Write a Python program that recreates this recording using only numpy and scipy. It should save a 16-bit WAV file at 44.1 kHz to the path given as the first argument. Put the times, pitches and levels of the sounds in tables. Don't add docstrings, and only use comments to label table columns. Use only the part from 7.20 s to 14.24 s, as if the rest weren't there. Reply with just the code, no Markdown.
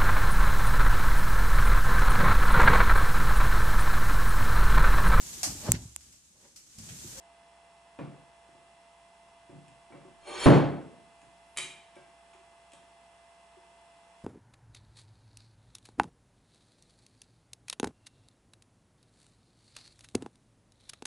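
import sys
import numpy as np
from scipy import signal
from scipy.fft import rfft, irfft, next_fast_len
from scipy.io import wavfile
from scipy.ndimage import uniform_filter1d, minimum_filter1d, map_coordinates

SR = 44100
rng = np.random.default_rng(int(sys.argv[2]) if len(sys.argv) > 2 else 0)


def store_pcm(level_fs):
    pcm = np.round(np.clip(level_fs, -1, 1) * 32767).astype(np.int16)
    wavfile.write(sys.argv[1], SR, np.atleast_2d(pcm).T)


N = 310464

# start in seconds, strength in dB, contact time constant in ms,
# bench ring in dB and lever ring in dB, both relative to the blow.
BLOWS = [(.789, -8, 0.25, -23.5, -45.5), (1.289, -41.5, 0.41, -24, -30), (1.35, -36.5, 0.43, -26, -35),
         (2.295, -21.5, 0.43, -26, -40), (2.33, -24, 0.5, -16, -36.5), (2.47, -28.5, 0.7, -19, -44),
         (2.705, -31.5, 0.31, -38, -36), (2.723, -22, 0.19, -23, -45), (2.749, -24, 0.21, -33, -41),
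         (2.85, -30, 0.25, -26, -37.5), (3.26, 27.5, 0.32, -27.5, -61), (4.03, -31, .44, -26.5, -41),
         (4.39, -34, 0.13, -18, -35.5), (4.766, -32, .08, -31, -40.5), (5.535, -34, 0.21, -31, -39)]
# frequency in Hz, level in dB, t60 in seconds before the damping factor.
BENCH_MODES = [(106.2, -7, 0.26), (127.3, 0.5, 0.35), (146.5, -0.5, 0.53), (180.7, -4.5, 0.49),
               (227.5, -11, 0.4), (284.8, -3.5, 0.38), (320, 1, 0.14), (406, -15, 0.26), (508, -9.5, 0.25),
               (558, -15.5, 0.31)]
# frequency in Hz, width in Hz, level in dB.
LEVER_MODES = [(371, 41, 0), (576, 38, -4), (834, 97, -6), (1150, 50, -6), (1590, 29, -10), (2300, 58, -6),
               (2700, 32, -11), (3200, 79, -6), (3630, 42, -13), (3920, 15, -20), (4270, 64, -2),
               (4680, 71, -24), (5420, 59, -12), (6010, 29, -29), (6630, 50, -7), (7260, 26, -15),
               (8020, 83, -14), (9520, 34, -8), (10000, 43, -31), (10700, 45, -21)]
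# start in seconds, level in dB.
TAPS = [(5.148, -47.5), (6.368, -50)]
TAP_ATTACK_S, TAP_T60_S = 0.005, 0.11
# frequency in Hz, level in dB, t60 in seconds.
THUMP = (50, -6, 0.03)

# time in seconds, level in dB before the layer gains.
SLIDE_LEVEL = [(2.99, -80), (3.022, -69.5), (3.074, -50), (3.12, -48.5), (3.2, -40), (3.25, -33.5)]
SLIDE_END_S = 3.259
# frequency in Hz, density in dB per Hz.
SCRAPE_SPECTRUM = [(150, -19.5), (400, -9.5), (1200, -11.5), (3000, -15), (6000, -33), (11000, -26.5)]
LOW_MODES_DB, HIGH_MODES_DB, SCRAPE_DB = -8, -2.5, -3
GROAN_S, GROAN_WIDTH_S, GROAN_DB = 3.1, 0.041, 15
# start in seconds, frequency in Hz, level in dB, t60 in seconds.
SINGING_MODES = [(3.198, 7250, -44.5, 0.39)]

# start in seconds, level in dB, tilt in dB per octave, contact t60 in ms.
HELD_CLICKS = [(0.789, -41, -10, 8.5), (2.481, -47, 1, 14), (2.724, -61, -17, 9.1), (3.258, -19, -9, 6.1),
               (4.016, -47, 0, 9.9), (4.754, -50.5, 0, 27), (5.134, -47, -5.5, 21), (5.519, -47.5, 0.5, 25),
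               (5.534, -38.5, 1.5, 12.3)]
# start in seconds, level in dB, tilt in dB per octave, contact t60 in ms.
RAM_CLICKS = [(4.365, -44, -7.5, 5), (4.3722, -22, 3, 19), (4.384, -22.5, 1.7, 22)]
# frequency in Hz, level in dB,
# t60 in seconds before the damping factor.
TOOL_MODES = [(1930, -11, .2), (2204, -9, .25), (2317, -5, .3), (2416, 0, .4), (2468, -5, .3),
              (2820, -5, .3), (3052, -4.5, .35), (3812, 2, .32), (3948, -8, .35), (4550, -14, .25),
              (4716, -12, .3), (5550, -17, .2), (6300, -8, .35), (6450, -12, .3), (7024, -10, .35),
              (7197, -12, .3), (7540, -12, .3), (7973, -13, .3), (8489, -12, .3), (9083, -6, .25),
              (9300, -12, .2), (10760, -16, .25)]
# frequency in Hz, density in dB per Hz before the crack gain.
CRACK_SPECTRUM = [(410, -50), (900, -7.5), (1640, -14), (2400, -3.5), (3300, -8), (3900, -11.5),
                  (4600, -17), (5080, -19), (5600, -12.5), (6050, -22), (6470, -12), (8000, -11.5),
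                  (11000, -16), (22000, -120)]
CRACK_ATTACK_S, CRACK_GAIN_DB = 0.0008, 10.0
HELD_RING_DB, FREE_RING_DB = -31, -15

# multiple of the fundamental, level in dB rms before the left-right lean.
WHINE_HARMONICS = [(1, -61.5), (3, -74.5), (4, -80.5), (5, -80), (6, -89), (8, -83), (11, -100),
                   (12, -94.5), (13, -98)]
WHINE_HZ = 679.8
# frequency in Hz, level in dB before a common gain.
STEADY_TONES = [(60, -76.5), (180, -80.5), (485, -87.5), (2369, -85.5), (2562, -82.5)]
# frequency in Hz, relative density in dB per Hz.
AIR_SPECTRUM = [(12, -44), (59, -16), (114, -16.5), (528, -16.5), (670, -13.5), (896, -5), (1400, -18),
                (1700, -15), (2260, -22), (2700, -16), (3630, -23.5), (6500, -28.5), (8000, -24),
                (11000, -29.5)]
# frequency in Hz, left-right correlation.
AIR_LIKENESS = [(60, 1), (270, 0.76), (900, 0.83), (2500, 0.17), (6000, 0.75), (11000, 0.77)]
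AIR_DB = -62
BUZZ_HZ, BUZZ_DB = 60, 1.3

# frequency in Hz, t60 in seconds.
ROOM_T60 = [(60, 0.57), (200, 0.64), (1000, 0.59), (3000, 0.56), (10000, 0.39)]
# frequency in Hz, phase in radians by which the left leads.
PORT_PHASE = [(30, .4), (140, .95), (340, .95), (2500, .4), (6600, .35), (11000, 0)]
LIMIT_DB, LIMIT_HOLD_S, TOP_HZ = -4.5, 0.0101, 11050
LEFT_RIGHT = np.array([[1], [-1]])


def amp(db):
    return 10 ** (np.asarray(db) / 20)


def unit(x):
    return x / np.sqrt(np.mean(x ** 2) + 1e-20)


def along(points, hz):
    f, v = np.transpose(points)
    return np.interp(np.log(hz + 1), np.log(f + 1), v)


def filtered(x, response):
    m = next_fast_len(x.shape[-1] + SR // 4)
    spectrum = rfft(x, m) * response(np.fft.rfftfreq(m, 1 / SR))
    return irfft(spectrum, m)[..., :x.shape[-1]]


def ringing(modes, t, spread_db, damping):
    hz, db, t60 = np.transpose(modes)[:, :, None]
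    struck_db = db + spread_db * rng.standard_normal(hz.shape)
    strength = amp(struck_db - 60 * t / (t60 * damping))
    return np.sum(strength * np.sin(2 * np.pi * hz * t), axis=-2)


def room(x, wet_db, likeness):
    hz, t, z = signal.stft(rng.standard_normal((2, SR * 3 // 4)), SR, nperseg=256)
    decay = amp(-60 * t / along(ROOM_T60, hz)[:, None])
    a, b = signal.istft(z * decay, SR, nperseg=256)[1]
    turn = np.arccos(np.clip(likeness, 0, 1)) / 2
    tail = np.cos(turn) * a + np.sin(turn) * b * LEFT_RIGHT
    tail = amp(wet_db) * tail / np.linalg.norm(a)
    tail = np.pad(tail, ((0, 0), (round(.003 * SR), 0)))
    tail[:, 0] = 1
    return signal.fftconvolve(x[None], tail, axes=1)


def add(out, s, x):
    part = out[:, round(s * SR):][:, :x.shape[1]]
    part += x[:, :part.shape[1]]


def blows():
    out, t = np.zeros((2, N)), np.arange(SR * 3 // 4) / SR
    held = [(hz, db + 3.66 * np.log2(hz / 370), 3.93 / width) for hz, width, db in LEVER_MODES if hz < 3000]
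    for s, db, contact_ms, bench_db, lever_db in BLOWS:
        build_up = 1 - np.exp(-t / 0.021)
        boom = amp(bench_db) * ringing(BENCH_MODES, t, spread_db=1.95, damping=0.94) * build_up
        bar = amp(lever_db) * ringing(held, t, spread_db=4, damping=1)
        impulse = t == 0
        in_room = room(bar + impulse, wet_db=14.5, likeness=0.86)[:, :len(t)]
        sound = in_room + boom + amp(15.5) * bar
        soft = 2e-3j * np.pi * contact_ms
        contact = lambda f: (1j * f / (75 + 1j * f)) ** 4 / (1 + soft * f) ** 2
        add(out, s, amp(db) * filtered(sound, contact))
    return out


def soft_taps():
    out, t = np.zeros((2, N)), np.arange(SR * 3 // 4) / SR
    lowest_hz = LEVER_MODES[0][0]
    for s, db in TAPS:
        envelope = amp(db - 60 * t / TAP_T60_S) * (1 - np.exp(-t / TAP_ATTACK_S))
        add(out, s, room(envelope * np.sin(2 * np.pi * lowest_hz * t), wet_db=-4, likeness=0.96))
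    return out


def limiter_thump():
    out, t = np.zeros((2, N)), np.arange(SR * 3 // 4) / SR
    hz, db, t60 = THUMP
    thump = amp(db - 60 * t / t60) * np.sin(2 * np.pi * hz * t)
    add(out, SLIDE_END_S, thump * amp([[-4], [3]]))
    return out


def rubbed_bar(seconds, pick, judder_db):
    n = len(seconds)
    total = np.zeros(n)
    for centre, width, db in (m for m in LEVER_MODES if pick(m[0])):
        stutter = map_coordinates(rng.standard_normal(40), [(seconds - seconds[0]) * 70])
        band = lambda f: 1j * f * width / (centre * centre - f * f + 1j * f * width)
        mode = filtered(rng.standard_normal(n), lambda f: amp(db) * band(f) ** 1.32)
        total += amp(judder_db * stutter) * mode
    return total


def slide():
    s, level_db = np.transpose(SLIDE_LEVEL)
    t = np.arange(s[0], SLIDE_END_S, 1 / SR)
    low = rubbed_bar(t, lambda hz: hz < 2000, judder_db=1.5)
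    high = rubbed_bar(t, lambda hz: hz > 2000, judder_db=3)
    grains = rng.standard_normal(len(t)) * amp(6.3 * rng.standard_normal(len(t)))
    scrape = filtered(grains, lambda f: amp(along(SCRAPE_SPECTRUM, f)))
    groan_db = GROAN_DB * np.exp(-((t - GROAN_S) / GROAN_WIDTH_S) ** 2)
    dry = amp(LOW_MODES_DB + groan_db) * unit(low)
    dry += amp(HIGH_MODES_DB) * unit(high) + amp(SCRAPE_DB) * unit(scrape)
    out = np.zeros((2, N))
    add(out, s[0], room(amp(np.interp(t, s, level_db)) * dry, wet_db=1.0, likeness=0.79))
    return out


def singing_bar():
    out, t = np.zeros((2, N)), np.arange(SR // 2) / SR
    for s, hz, db, t60 in SINGING_MODES:
        sine = amp(db - 60 * t / t60) * np.sin(2 * np.pi * hz * t)
        add(out, s, room(sine, wet_db=-2, likeness=0.47))
    return out


def clicks():
    out, t = np.zeros((2, N)), np.arange(SR // 3) / SR
    held = [(*row, HELD_RING_DB) for row in HELD_CLICKS]
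    free = [(*row, FREE_RING_DB) for row in RAM_CLICKS]
    for s, db, tilt_db, contact_ms, ring_db in held + free:
        envelope = amp(-60e3 * t / contact_ms) * (1 - np.exp(-t / CRACK_ATTACK_S))
        noise = envelope * rng.standard_normal(len(t))
        crack = filtered(noise, lambda f: amp(along(CRACK_SPECTRUM, f) + CRACK_GAIN_DB))
        hit = crack + amp(ring_db) * ringing(TOOL_MODES, t, spread_db=2.0, damping=0.21)
        tilt = lambda f: amp(tilt_db * np.log2(np.maximum(f, 1200) / 4000))
        add(out, s, amp(db) * room(filtered(hit, tilt), wet_db=1.5, likeness=0.79))
    return out


def motor_whine(t):
    drift = 0.1 * map_coordinates(rng.standard_normal(80), [t * 8])
    turn = 2 * np.pi * WHINE_HZ * t + drift + 0.098 * LEFT_RIGHT
    whine = np.zeros((2, N))
    for k, db in WHINE_HARMONICS:
        level = amp(db + 3 - 1.03 * LEFT_RIGHT)
        whine += level * np.sin(k * turn + rng.uniform(0, 2 * np.pi))
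    return whine


def steady_tones(t):
    return sum(amp(db + 3.5) * np.sin(2 * np.pi * hz * t + rng.uniform(0, 2 * np.pi)) for hz, db in STEADY_TONES)


def air_rush(t):
    def mid_side(f):
        turn = np.arccos(np.clip(along(AIR_LIKENESS, f), 0, 1)) / 2
        return amp(along(AIR_SPECTRUM, f)) * np.array([np.cos(turn), np.sin(turn)])
    mid, side = filtered(rng.standard_normal((2, N)), mid_side)
    buzz_db = BUZZ_DB * np.cos(np.pi * BUZZ_HZ * t) ** 8
    return amp(AIR_DB - .5 * LEFT_RIGHT + buzz_db) * unit(mid + LEFT_RIGHT * side)


def background():
    t = np.arange(N) / SR
    return motor_whine(t) + steady_tones(t) + air_rush(t)


def scene():
    ports = lambda f: np.exp(.5j * along(PORT_PHASE, f) * LEFT_RIGHT)
    work = blows() + soft_taps() + limiter_thump() + slide() + singing_bar() + clicks()
    return filtered(work, ports) + background()


def record(dry):
    needed = np.minimum(1, amp(LIMIT_DB) / (np.abs(dry).max(axis=0) + 1e-9))
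    hold = round(LIMIT_HOLD_S * SR)
    held = minimum_filter1d(needed, hold, origin=hold // 2 - 40)
    gain = uniform_filter1d(held, 80)
    return filtered(dry * gain, lambda hz: hz < TOP_HZ)


dry = scene()
out = record(dry)
store_pcm(out)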